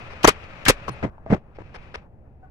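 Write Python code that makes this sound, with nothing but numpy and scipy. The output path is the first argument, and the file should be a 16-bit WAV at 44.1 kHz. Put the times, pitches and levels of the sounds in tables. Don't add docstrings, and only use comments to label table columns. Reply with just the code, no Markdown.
import sys
import numpy as np
from scipy import signal
from scipy.fft import rfft, irfft
from scipy.io import wavfile
from scipy.ndimage import uniform_filter1d

SR = 44100
rng = np.random.default_rng(int(sys.argv[2]) if len(sys.argv) > 2 else 0)


def amplitude_ratio(level_db):
    exponent = np.asarray(level_db, float) / 20
    return 10 ** exponent


def dump(signal):
    limited = np.clip(np.atleast_2d(signal).T, -1, 1)
    pcm = np.round(limited * 32767).astype(np.int16)
    wavfile.write(sys.argv[1], SR, pcm)


N = 110250


def read(points, hz, axis=1):
    points = np.array(points)
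    return np.interp(np.log(hz + 1), np.log(points[:, 0] + 1), points[:, axis])


def evened(x):
    return x / np.sqrt(np.mean(x ** 2) + 1e-20)


def add(mix, start_s, sound):
    part = mix[:, round(start_s * SR):][:, :sound.shape[1]]
    part += sound[:, :part.shape[1]]


def coloured(x, colour, peaks=(), lift_db=0):
    hz = abs(np.fft.fftfreq(4096, 1 / SR))
    level_db = read(colour, hz)
    for peak_hz, width_hz in peaks:
        level_db = level_db + lift_db / (1 + (2 * (hz - peak_hz) / width_hz) ** 2)
    log_gain = np.log(amplitude_ratio(level_db))
    phase = -signal.hilbert(log_gain).imag
    taps = np.fft.ifft(np.exp(log_gain + 1j * phase)).real[:2048]
    return evened(signal.oaconvolve(x, taps[None], axes=1)[:, 2048:x.shape[1]])


def piece(row, colour, grit, clicks_per_s, edge_s, dull_db, peaks=(), lift_db=0):
    start, length, level_db, change_db = row
    t = np.arange(0, length + 2 * edge_s, 1 / SR)
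    air, size = rng.standard_normal((2, 2, 12288))
    struck = rng.random(12288) < clicks_per_s / SR
    clicks = size * struck * np.sqrt(SR / clicks_per_s)
    source = (1 - grit) * air + grit * clicks
    sound = coloured(source[:, :len(t) + 2048], colour, peaks, lift_db)
    low = signal.sosfiltfilt(signal.butter(2, 3500, fs=SR, output="sos"), sound)
    sound = low + (sound - low) * amplitude_ratio(dull_db * (.5 - t / length))
    gate = np.clip(np.minimum(t, t[-1] - t) / (2 * edge_s), 0, 1)
    return start - edge_s, sound * gate * amplitude_ratio(level_db + change_db * t / length)


def knock(start, level_db, ring_hz, t60):
    t = np.arange(0, t60, 1 / SR)
    hz = ring_hz * np.array([[1], [1.07]])
    overtone = np.sin(2 * np.pi * 2.4 * hz * t) * amplitude_ratio(-90 * t / t60)
    body = np.sin(2 * np.pi * hz * t) + .5 / (1 + ring_hz / 500) * overtone
    onset = 1 - np.exp(-(t * ring_hz * 5) ** 2)
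    return start, body * amplitude_ratio(level_db - 60 * t / t60) * onset


def tones(start, length, lines, waver):
    t = np.arange(0, length, 1 / SR)
    bend = t + waver * np.sin(2 * np.pi * 14 * t) / 14
    out = 0
    for hz, level_db in lines:
        out = out + amplitude_ratio(level_db + 9) * np.sin(2 * np.pi * (hz * bend + rng.random((2, 1))))
    flutter = 1 + 0.28 * evened(uniform_filter1d(rng.standard_normal(len(t)), size=400))
    return start, out * flutter * np.sin(np.pi * t / length) ** 1.1


def pieces(rows, *how):
    out = np.zeros((2, N))
    for row in rows:
        add(out, *piece(row, *how))
    return out


def knocks(rows):
    out = np.zeros((2, N))
    for row in rows:
        add(out, *knock(*row))
    return out


def lumps(width):
    return evened(uniform_filter1d(uniform_filter1d(rng.standard_normal(N), width), width))


# time in seconds, level in dB.
MACHINE = [(0, -47.5), (.7, -50), (1.02, -50), (1.09, -78.5), (1.25, -78), (1.39, -68), (1.42, -79),
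           (1.54, -72.5), (1.6, -61), (1.68, -60), (1.72, -61.5), (1.78, -57.5), (1.82, -56.5), (1.93, -59),
           (1.97, -54), (2.03, -68.5), (2.09, -87), (2.5, -82)]
# frequency in Hz, level in dB.
MACHINE_COLOUR = [(150, -28), (300, -13), (560, -8), (1200, -10.5), (2600, -13), (3100, -19.5),
                  (6000, -33.5), (7500, -41), (14000, -58)]
SHED = [(20, -8.5), (35, -16), (70, -7.5), (170, -18.5), (350, -28), (800, -30), (1000, -42.5),
        (2600, -56.5), (3500, -76), (16000, -83.5)]
# frequency in Hz, width in Hz.
CASING = [(565, 45), (1280, 100), (2480, 310)]


def far_machine():
    level_db = np.interp(np.arange(N) / SR, *np.transpose(MACHINE))
    hiss, rumble = rng.standard_normal((2, 2, N + 2048))
    rumble_db = -48 + 0.12 * (level_db - level_db.min()) + 0.61 * lumps(1500)
    out = coloured(hiss, MACHINE_COLOUR, CASING, 4.0) * amplitude_ratio(level_db + 4 + 1.1 * lumps(500))
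    return out + coloured(rumble, SHED) * amplitude_ratio(rumble_db)


# start in seconds, length in seconds, level in dB, change over the length in dB.
FAR = [
    (.102, 0.042, -44.5, -1.5),
    (.438, 0.012, -43, -14.5),
    (1.548, 0.024, -61.5, 9),
    (1.742, 0.02755, -41, 0.5),
    (1.9418, 0.0187, -35, 2),
]
# frequency in Hz, level in dB.
FAR_COLOUR = [(150, -51), (400, 2.5), (2000, -2), (4400, -16.5), (5200, -13.5), (7500, -35.5), (9500, -30),
              (12500, -71)]
# start in seconds, length in seconds, level in dB, change in dB.
TICKS = [
    (.44, .004, -58, -3),
    (1.9435, .003, -46, -3),
    (2.449, .004, -72, -3),
]


def far_shots():
    out = pieces(FAR, FAR_COLOUR, 0.56, 1300, 0.0017, 1.9)
    for row in TICKS:
        add(out, *piece(row, FAR_COLOUR if row[0] > 1 else VALVE, 0.51, 1400, .001, .1))
    return out


# start in seconds, length in seconds, partial in Hz, level in dB.
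HORN = [
    (2.413, .058, 760, -58),
    (2.425, .037, 1490, -65),
    (2.462, .033, 1490, -68),
    (2.45, .04, 1116, -75),
]


def far_horn():
    out = np.zeros((2, N))
    for start, length, hz, level_db in HORN:
        add(out, *tones(start, length, [(hz, level_db)], .003))
    return out


# start in seconds, length in seconds, level in dB, change in dB.
SETTLING = [
    (1.09, 0.169, -55.5, -3.5),
    (1.388, 0.15, -67.5, 8.5),
    (2.012, 0.066, -56.5, -3.5),
    (2.249, 0.026, -61.5, 1.5),
    (2.429, 0.05, -58.5, -4),
]
# frequency in Hz, level in dB.
SETTLING_COLOUR = [(200, -15), (500, -2.5), (1000, -5.5), (1700, -13), (2600, -35.5), (4000, -49)]


def box_settling():
    return pieces(SETTLING, SETTLING_COLOUR, 0.19, 300, 0.016, .1)


# start in seconds, length in seconds, level in dB, change in dB.
RATTLES = [
    (1.027, 0.028, -22, 0.5),
    (1.056, 0.043, -28.5, -18),
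    (1.259, 0.063, -42.5, 2.5),
    (1.3, 0.02, -26, 3.5),
    (1.323, .028, -17.5, -2),
    (1.353, 0.033, -32, -11.5),
    (1.586, 0.038, -43.5, 4),
]
# frequency in Hz, level in dB.
RATTLE = [(30, -34.5), (60, 0), (230, -4.5), (1000, -17.5), (2100, -26.5), (4300, -43.5), (6000, -47),
          (9500, -60), (14000, -88)]


def slat_rattles():
    slats = [(610, 55), (980, 35), (2100, 80)]
    return pieces(RATTLES, RATTLE, 0.5, 330, 0.0023, -2, slats, 6.1)


# start in seconds,
# level in dB, ring in Hz, 60 dB decay in seconds.
KNOCKS = [(0.816, -32, 118, 0.087), (.8795, -25.5, 540, 0.0186), (.881, -22, 1080, 0.047),
          (0.8937, -29.5, 475, 0.015), (0.899, -29, 126.3, 0.25), (1.0273, -27.5, 121, .04),
          (1.0285, -25, 1554, 0.021), (1.031, -22.5, 684, 0.027), (1.037, -22.5, 453, 0.016),
          (1.0335, -29, 2010, 0.026), (1.043, -31.5, 2100, 0.02), (1.0475, -14.5, 235, 0.029),
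          (1.0522, -22, 120, 0.1), (1.061, -28.5, 603, .03), (1.0627, -22.5, 274, 0.025),
          (1.068, -25.5, 198, 0.036), (1.181, -40, 890, 0.027), (1.263, -22, 640, 0.013),
          (1.268, -33, 665, 0.11), (1.304, -41, 2220, 0.016), (1.3068, -17.5, 617, 0.014),
          (1.317, -11.5, 400, 0.0097), (1.302, -14.5, 127.7, 0.077), (1.323, -7.5, 235, 0.03),
          (1.326, -9, 474.6, 0.032), (1.3265, -6, 186, 0.06), (1.3326, -11.5, 380, 0.018),
          (1.3345, -14.5, 772, 0.037), (1.3437, -9.5, 283, 0.0096), (1.351, -17.5, 332, .02),
          (1.5863, -20.5, 510, 0.0097), (1.944, -31, 1470, .015), (1.951, -34, 2700, .012)]


def box_knocks():
    return knocks(KNOCKS)


# start in seconds, length in seconds, level in dB, change in dB.
LAID = [
    (.8795, 0.0175, -25, -1.01),
]
# frequency in Hz, level in dB.
LAID_COLOUR = [(35, -28.5), (60, 9), (397, -5.5), (1110, -7.5), (1810, -18), (6250, -27.5), (15900, -49)]


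def nailer_laid_down():
    return pieces(LAID, LAID_COLOUR, .4, 700, .0012, -5, [(1107, 300), (662, 71)], 6)


# start in seconds, length in seconds.
RING = (.912, .034)
# frequency in Hz, level in dB.
RING_LINES = [(4194, -64.5), (9146, -64.5), (13792, -85)]


def magazine_spring():
    out = np.zeros((2, N))
    add(out, *tones(*RING, RING_LINES, 0.00038))
    return out


# start in seconds, length in seconds, level in dB, change in dB.
ECHOES = [
    (.296, 0.044, -21.5, -28),
    (.7095, 0.053, -25, -32),
]
# frequency in Hz, level in dB.
ECHO = [(35, -33.5), (60, -1.5), (591, -11), (2240, -8.5), (2700, -11.5), (8660, -28), (12000, -42.5),
        (15900, -71)]


def shed_echoes():
    return pieces(ECHOES, ECHO, .1, 900, .0015, 8)


# start in seconds, length in seconds, level in dB, change in dB.
VALVES = [
    (.231, 0.017, -31, 3.5),
    (.2548, 0.017, -24, 0),
    (.652, 0.0073, -30, 4.5),
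    (.662, 0.028, -19.5, -4.5),
]
# frequency in Hz, level in dB.
VALVE = [(35, -36.5), (60, -6), (1140, -6), (2040, -5.5), (2820, 3.5), (14100, -19.5), (15900, -32.5)]
RECOIL = [(35, -29.5), (60, 9.5), (397, -11), (1940, -0.5), (3330, -11.5), (7000, -21.5), (10000, -36.5),
          (15900, -56)]


def valves_and_recoils():
    out = pieces(VALVES[0::2], VALVE, 0.41, 1500, .0012, .1)
    return out + pieces(VALVES[1::2], RECOIL, 0.41, 1500, .0012, .1)


# start in seconds, length in seconds, level in dB, change in dB.
BLOW = [
    (.2402, 0.003, -18, 0),
    (.2445, 0.011, -4, -3.5),
]
# frequency in Hz, level in dB.
BLOW_COLOUR = [(35, -32.5), (60, -7), (900, -1.5), (5060, -22), (5960, -19), (7710, -34.5), (15900, -39.5)]
# frequency in Hz, width in Hz.
GUN = [(334, 200), (662, 83), (1330, 230), (1720, 50)]


def driver_blow():
    return pieces(BLOW, BLOW_COLOUR, .4, 900, .0007, 3, GUN, 4)


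# start in seconds, length in seconds, level in dB, change in dB.
BLASTS = [
    (.2745, .022, -11.5, -2),
    (.6825, .027, -10, -3.5),
]
# frequency in Hz, level in dB.
BLAST = [(18, -36), (30, -10), (1180, -8), (2000, -9), (2530, -10.5), (8690, -16.5), (13500, -25.5),
         (15900, -46)]


def exhaust_blasts():
    return pieces(BLASTS, BLAST, .45, 600, .0008, 6)


# start in seconds, level in dB, ring in Hz, 60 dB decay in seconds.
SLAMS = [(.2335, -26, 2820, .012), (.2440, -7, 300, .03), (.2445, -8, 900, .03), (.2460, -24, 30, .2),
         (.2475, -8, 5900, .022), (.2505, -8, 1300, .025), (.2775, -12, 260, .03), (.2812, -1, 420, .03),
         (.2823, -4, 1050, .025), (.2885, -7, 1213, .03), (.2935, -14, 2500, .015), (.301, -20, 1300, .02),
         (.6585, -21.5, 2900, .015), (.6622, -14, 1616, .035), (.683, -11, 1260, .02),
         (.6835, -7, 230, .03), (.686, -20, 28, .2), (.689, -12.5, 110, .07), (.6915, -12, 1500, .015),
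         (.699, -1, 500, .022), (.7006, -9, 250, .015), (.706, -10, 400, .015)]


def piston_slams():
    return knocks(SLAMS)


# frequency in Hz, likeness from 0 to 1, left over right in dB.
PAIR = [(100.5, 0.82, -0.5), (400, .85, 0.33), (890, 0.31, 5), (2600, 0.3345, 9), (5300, 0.13, -4.5),
        (11850, 0.31, 2.5)]


def scene():
    far = far_machine() + far_shots() + far_horn()
    box = box_settling() + slat_rattles() + box_knocks()
    nailer = nailer_laid_down() + magazine_spring() + shed_echoes() + valves_and_recoils()
    nailer = nailer + driver_blow() + exhaust_blasts() + piston_slams()
    direct, indirect = rfft(far + box + nailer, N + 4096, axis=1)
    hz = np.fft.rfftfreq(N + 4096, 1 / SR)
    same = np.clip(read(PAIR, hz), 0, 1)
    lean = amplitude_ratio(read(PAIR, hz, axis=2) / 2)
    lag_s = 0.00019 * hz / (hz + 300)
    left = direct * np.exp(-2j * np.pi * hz * lag_s) * lean
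    right = (same * direct + np.sqrt(1 - same ** 2) * indirect) / lean
    return irfft(np.array([left, right]), axis=1)[:, :N]


def roll_off(x):
    return signal.sosfilt(signal.butter(12, 16040, fs=SR, output="sos"), x)


def record(dry):
    clipped = np.clip(dry, -1, 1)
    hissing = clipped + amplitude_ratio(-92.5) * rng.standard_normal(dry.shape)
    band = signal.firwin(511, 16000, window=("kaiser", 9), fs=SR)
    limited = signal.oaconvolve(hissing, band[None], "same")
    return roll_off(np.clip(limited, -1, 1))


dry = scene()
out = record(dry)
dump(out)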